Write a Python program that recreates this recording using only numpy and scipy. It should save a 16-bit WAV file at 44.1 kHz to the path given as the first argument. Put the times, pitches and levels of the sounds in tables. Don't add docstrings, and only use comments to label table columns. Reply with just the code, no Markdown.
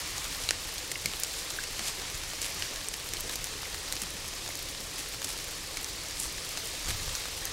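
import sys
import numpy as np
from scipy import signal
from scipy.io import wavfile

SR = 44100
rng = np.random.default_rng(int(sys.argv[2]) if len(sys.argv) > 2 else 0)


def store_wav(level_fs):
    pcm = np.round(np.clip(np.atleast_2d(level_fs), -1, 1) * 32767)
    wavfile.write(sys.argv[1], SR, pcm.T.astype(np.int16))


N = 331632
TIME = np.arange(N) / SR


def from_db(db):
    return 10 ** (np.asarray(db) / 20)


def rms_one(x):
    return x / np.sqrt(np.mean(x ** 2) + 1e-20)


def in_time(rows):
    time_s, *columns = np.transpose(rows)
    return [np.interp(TIME, time_s, column) for column in columns]


def at_hz(points, hz):
    points_hz, points_db = np.array(points)[:, 0], np.array(points)[:, 1]
    return np.interp(np.log(hz), np.log(points_hz), points_db)


def add(out, start_s, sound):
    i = max(round(start_s * SR), 0)
    out[i:i + len(sound)] += sound[:max(N - i, 0)]


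def drift(corner_hz):
    step = 40
    pole = np.exp(-2 * np.pi * corner_hz * step / SR)
    noise = rng.standard_normal(N // step + 2002)
    slow = signal.lfilter([1], [1, -2 * pole, pole * pole], noise)[2000:]
    return np.interp(np.arange(N) / step, np.arange(len(slow)), rms_one(slow))


def band(x, low_hz, high_hz, order=2):
    high_hz = min(high_hz, .45 * SR)
    edges_hz = [min(low_hz, high_hz - 1), high_hz]
    return signal.sosfilt(signal.butter(order, edges_hz, "band", fs=SR, output="sos"), x + 1e-18)


def ring(x, hz, t60_s):
    radius = from_db(-60 / (t60_s * SR))
    angle = 2 * np.pi * hz / SR
    return signal.lfilter([1, 0, -1], [1, -2 * radius * np.cos(angle), radius * radius], x + 1e-18)


def clicks(per_s, spread_db, size):
    sizes = from_db(spread_db * np.minimum(rng.exponential(1, size), 4.5))
    return (rng.random(size) < per_s / SR) * sizes * rng.choice([-1, 1], size)


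def impact(decay, slap):
    slap = np.clip(slap, 0, 1)
    splatter = rms_one(rng.standard_normal(len(decay)) * decay)
    force = np.sqrt((1 - slap) / len(decay)) * splatter
    force[0] = np.sqrt(slap)
    return force


def banded_noise(spectrum, patchy_db, count):
    edges_hz = np.geomspace(spectrum[0][0], min(spectrum[-1][0], SR / 2.4), count + 1)
    out, white = 0, rng.standard_normal((2, N))
    for k, (low_hz, high_hz) in enumerate(zip(edges_hz, edges_hz[1:])):
        level_db = at_hz(spectrum, np.sqrt(low_hz * high_hz)) + patchy_db * drift(19.7)
        out = out + band(white[k % 2], low_hz, high_hz) * from_db(level_db)
    return rms_one(out)


def patter(per_s, spread_db, slap, splash_t60_s, ring_cycles, count=20):
    # (resonance [Hz], relative level [dB])
    colour = [(600, -5), (1100, -1), (2000, 0.5), (4000, 5), (6500, 6), (10000, -8), (15000, -3)]
    drops = clicks(per_s * from_db(3 * drift(4)), spread_db, N)
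    at, t = np.flatnonzero(drops), np.arange(SR // 40) / SR
    out = np.zeros(N)
    for hz in np.geomspace(650, 14500, count):
        hits = np.zeros(N)
        shaken = rng.standard_normal(len(at)) * (rng.random(len(at)) < .7)
        hits[at] = drops[at] * shaken
        leaf = ring(impact(from_db(-60 * t / splash_t60_s), slap), hz, ring_cycles / hz)
        out += from_db(at_hz(colour, hz)) * rms_one(signal.oaconvolve(hits, leaf)[:N])
    return rms_one(out)


def ticks(per_s, spread_db, slap, t60_s, low_hz, high_hz, count=6):
    out, t = np.zeros(N), np.arange(SR // 20) / SR
    for _ in range(count):
        force = impact(from_db(-60 * t / t60_s), slap)
        out += signal.oaconvolve(clicks(per_s / count, spread_db, N), force)[:N]
    return rms_one(band(out, low_hz, high_hz))


def air_rumble():
    # (frequency [Hz], relative density [dB per Hz])
    colour = [(18, -1.5), (35, -0.5), (60, -5.5), (100, -5.5), (150, -14), (210, -34.5)]
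    rest_db, wander_db, wander_hz = -48.5, 1, 4.3
    start_s, attack_s, hold_s, release_s, swell_db = 6.78, 0.087, 0.17, 0.19, 11
    corners_s = np.cumsum([start_s, attack_s, hold_s, release_s])
    swell = np.interp(TIME, corners_s, [0, 1, 1, 0])
    level_db = rest_db + wander_db * drift(wander_hz) + swell_db * swell
    return from_db(level_db) * banded_noise(colour, patchy_db=-0.5, count=7)


def shuffles(cracks_per_s, spread_db, top_hz):
    # (middle [s], half-length [s], relative level [dB], lower edge [Hz])
    moves = [(0.06, 0.17, -49, 2000), (0.43, 0.084, -39, 1900), (1.388, 0.058, -36, 2800),
             (1.86, .11, -37.5, 900), (1.88, 0.071, -33.5, 3300), (2.451, 0.087, -35.5, 2100),
             (2.63, 0.14, -45, 1700), (3.328, 0.044, -38, 3000), (4.029, .025, -38, 3500),
             (4.995, 0.033, -37.5, 3500), (5.302, .12, -39, 2400), (6.222, 0.1, -35.5, 6560),
             (6.2, 0.0088, -28, 7500), (6.899, 0.073, -34, 950), (7.129, 0.2, -46, 3000)]
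    crack_high_hz = 10400
    out = np.zeros(N)
    for middle_s, half_s, level_db, low_hz in moves:
        swell = signal.windows.hann(int(2 * half_s * SR)) ** 2
        cracks = band(clicks(cracks_per_s, spread_db, len(swell)), low_hz, crack_high_hz, order=1)
        add(out, middle_s - half_s, from_db(level_db) * swell * rms_one(band(cracks, 230, top_hz)))
    return out


def lesser_drips():
    per_s, mean_db, spread_db = 5, -39, 1.0
    range_hz, range_t60_s, ring_share = (4300, 11000), (.005, 0.026), .3
    rows = []
    for s in np.flatnonzero(rng.random(N) < per_s / SR) / SR:
        splash_hz, leaf_hz, second_hz = np.exp(rng.uniform(*np.log(range_hz), size=3))
        level_db = mean_db + spread_db * rng.standard_normal()
        rows.append((s, level_db, splash_hz, leaf_hz, second_hz, ring_share, rng.uniform(*range_t60_s)))
    return rows


def close_drips(splash_width, ring_cycles, second_db, tap_low_hz, tap_high_hz, spray_db, spray_t60_s, top_hz):
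    # (time [s], relative level over 5 ms [dB], splash centre [Hz], main leaf ring [Hz],
    # second ring [Hz], energy share of the rings [0-1], splash t60 [s])
    big_drips = [(0.2433, -33.5, 4700, 6800, 4300, .3, 0.02), (0.4898, -23, 4200, 4030, 2800, 0.75, .012),
                 (0.5083, -22, 4730, 1800, 2900, .12, 0.0046), (0.781, -34.5, 6200, 4180, 6400, .3, 0.02),
                 (0.916, -30.5, 5800, 6700, 4400, .25, 0.026),
                 (1.0584, -23.5, 5900, 2170, 4500, .42, 0.013), (1.1362, -34, 3800, 3620, 2100, 0, .005),
                 (1.1994, -35, 10800, 13220, 15000, 0.8, .006), (1.2349, -25, 7200, 7100, 4900, 0.45, .011),
                 (1.5035, -33, 5200, 7460, 6000, 0.7, .017), (1.6377, -33, 5600, 2700, 5700, .35, .015),
                 (1.793, -30.5, 3200, 5800, 4500, 0.6, 0.023), (2.417, -30, 6200, 7500, 6100, 0.5, .032),
                 (2.6231, -28.5, 4600, 2970, 4300, 0.2, .015), (2.8859, -30, 7300, 8350, 6700, 0.9, .009),
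                 (2.9396, -33, 5000, 5810, 7600, .1, .017), (3.1362, -29.5, 6000, 5200, 6700, 0.1, .011),
                 (3.1694, -34.5, 4300, 4180, 3000, 0.7, .006), (3.207, -33, 9400, 10700, 14000, .5, .011),
                 (3.357, -32, 9700, 4520, 11300, .35, .006), (3.4426, -30.5, 6800, 5860, 8000, 0, .006),
                 (3.9246, -28, 6800, 4000, 2800, 0.26, 0.0068), (3.9662, -35, 3500, 4910, 1590, 0.7, .007),
                 (4.0184, -30.5, 7100, 8140, 6600, 0, .021), (4.5545, -35, 7100, 7060, 12000, 0.6, .007),
                 (5.2445, -28, 6500, 5560, 4200, 0.06, .025), (5.7709, -30.5, 5200, 2200, 3900, .25, 0.018),
                 (5.8446, -32, 7300, 5900, 4900, 0.7, .012), (7.152, -30.5, 5300, 5900, 4800, 0.7, .022),
                 (7.4539, -30, 9800, 6420, 13600, 0.6, .008)]
    half_slap_s = 0.0042
    ring_slap = 0.45
    base_tap_db, tap_at_hz, tap_db_per_octave = -8.5, 4970, -11.5
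    out, t = np.zeros(N), np.arange(SR // 20) / SR
    soften = signal.butter(2, min(top_hz, SR / 2.2), fs=SR, output="sos")
    for s, level_db, splash_hz, leaf_hz, second_hz, share, t60_s in list(big_drips) + lesser_drips():
        share = np.clip(share, 0, 1)
        slap = half_slap_s / (half_slap_s + t60_s)
        decay = from_db(-60 * t / t60_s) + from_db(spray_db - 60 * t / spray_t60_s)
        force, push = impact(decay, slap), impact(decay, ring_slap)
        splash = band(force, splash_hz / splash_width, splash_hz * splash_width, order=1)
        splash = signal.sosfilt(soften, splash)
        main = rms_one(ring(push, leaf_hz, ring_cycles / leaf_hz))
        second = rms_one(ring(push, second_hz, ring_cycles / second_hz))
        leaf = main + from_db(second_db) * second
        tap = np.roll(band(force, tap_low_hz, tap_high_hz), SR // 4000)
        tap_db = base_tap_db + tap_db_per_octave * np.log2(splash_hz / tap_at_hz)
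        struck = rms_one(splash) + from_db(tap_db) * rms_one(tap)
        drip = np.sqrt(1 - share) * struck + np.sqrt(share) * rms_one(leaf)
        add(out, s, from_db(level_db) * rms_one(drip) * np.sqrt(.005 / t[-1]))
    return out


def plips():
    # (time [s], envelope peak [dB], bubble tone [Hz])
    bubbles = [(0.9162, -29, 2060), (0.9556, -26, 2750), (0.9568, -26, 2090), (1.5873, -23.5, 1610),
               (3.655, -32, 2100), (4.504, -32, 2090), (7.4704, -33, 1800)]
    rise_cycles = 1.9
    out, t = np.zeros(N), np.arange(SR // 20) / SR
    for s, level_db, hz in bubbles:
        age = t * hz / rise_cycles
        add(out, s, from_db(level_db) * age * np.exp(1 - age) * np.sin(2 * np.pi * hz * t))
    return out


def thuds(rise_s, width):
    # (time [s], relative level over the push [dB], centre [Hz])
    hooves = [(1.045, -41, 150), (1.80, -45.5, 280), (1.977, -44, 290), (2.70, -45, 320), (3.238, -44, 310),
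              (4.017, -44, 170), (4.125, -42.5, 141), (4.797, -47, 298), (6.879, -44, 346)]
    out, t = np.zeros(N), np.arange(SR // 6) / SR
    push = t / rise_s * np.exp(1 - t / rise_s)
    for s, level_db, hz in hooves:
        knock = rms_one(push * band(rng.standard_normal(len(t)), hz / width, hz * width))
        add(out, s, from_db(level_db) * np.sqrt(np.mean(push ** 2)) * knock)
    return out


def trunks(x, echo_db):
    t = np.arange(SR // 2) / SR
    echoes = band(clicks(1500, 2, len(t)), 400, 7000, order=1)
    tail = echoes * from_db(-60 * t / .5) * (t > .004)
    return x + from_db(echo_db) * signal.oaconvolve(x, rms_one(tail) / np.sqrt(len(t)))[:N]


def scene():
    # (time [s], lower band: far rain, with boar shuffles near 2.05 and 2.6 s, relative [dB],
    # upper band: rain on the litter, relative [dB])
    wash_levels = [(0.0, -44, -37.5), (0.9, -48, -40), (1.21, -49.5, -38.5), (2.05, -45.5, -39),
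                   (2.3, -48.5, -39.5), (2.6, -44, -37.5), (2.89, -49, -40.5), (3.31, -46.5, -39.5),
                   (4.38, -49.5, -40), (5.88, -48.5, -40), (7.12, -48, -37.5), (7.52, -46, -39.5)]
    # (frequency [Hz], relative density [dB per Hz])
    lower_colour = [(650, -5), (900, -2), (1150, 1.5), (1600, -3.5), (2000, 1.5), (2500, -3.5), (3200, -5)]
    # (frequency [Hz], relative density [dB per Hz])
    litter_colour = [(1700, -5.5), (2200, -3), (3200, -1.5), (4200, 1), (5600, 0), (8000, -3.5),
                     (10000, -8), (13000, -14), (16000, -22.5)]
    # (frequency [Hz], relative density [dB per Hz])
    wood_colour = [(150, 1), (225, -10), (320, 3), (375, -7.5), (440, 1), (560, -1.5), (660, -7.5),
                   (900, -10.5), (1400, -16)]

    lower_db, litter_db = in_time(wash_levels)
    lower_wash = from_db(lower_db - 1.5) * banded_noise(lower_colour, patchy_db=2.4, count=7)
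    hiss = from_db(-1.07) * banded_noise(litter_colour, patchy_db=0.76, count=12)
    fine = from_db(-10.0) * patter(per_s=700, spread_db=2.5, slap=0.58, splash_t60_s=0.0045, ring_cycles=6.5)
    coarse = from_db(-8.5) * patter(per_s=70, spread_db=3.5, slap=0.17, splash_t60_s=0.014, ring_cycles=7.0)
    snaps = from_db(-13) * ticks(per_s=35, spread_db=1.4, slap=0.16, t60_s=0.044, low_hz=5200, high_hz=14600)
    litter_rain = from_db(litter_db) * (hiss + fine + coarse + snaps)

    boar = from_db(-0.4) * shuffles(cracks_per_s=3000, spread_db=4.0, top_hz=11800)
    boar += from_db(-1.5) * thuds(rise_s=0.012, width=1.6)
    drips = from_db(0.83) * close_drips(splash_width=1.54, ring_cycles=26, second_db=-4.5, tap_low_hz=296,
                                        tap_high_hz=2340, spray_db=-25, spray_t60_s=0.049, top_hz=13700)
    near = trunks(drips + plips() + boar, echo_db=-17)
    wood = from_db(-50.5) * banded_noise(wood_colour, patchy_db=2.04, count=12)
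    return (lower_wash + litter_rain + near + wood + air_rumble())[None]


def record(dry):
    cutoff_hz = 15750
    return signal.sosfilt(signal.ellip(12, .1, 80, cutoff_hz, fs=SR, output="sos"), dry)


dry = scene()
out = record(dry)
store_wav(out)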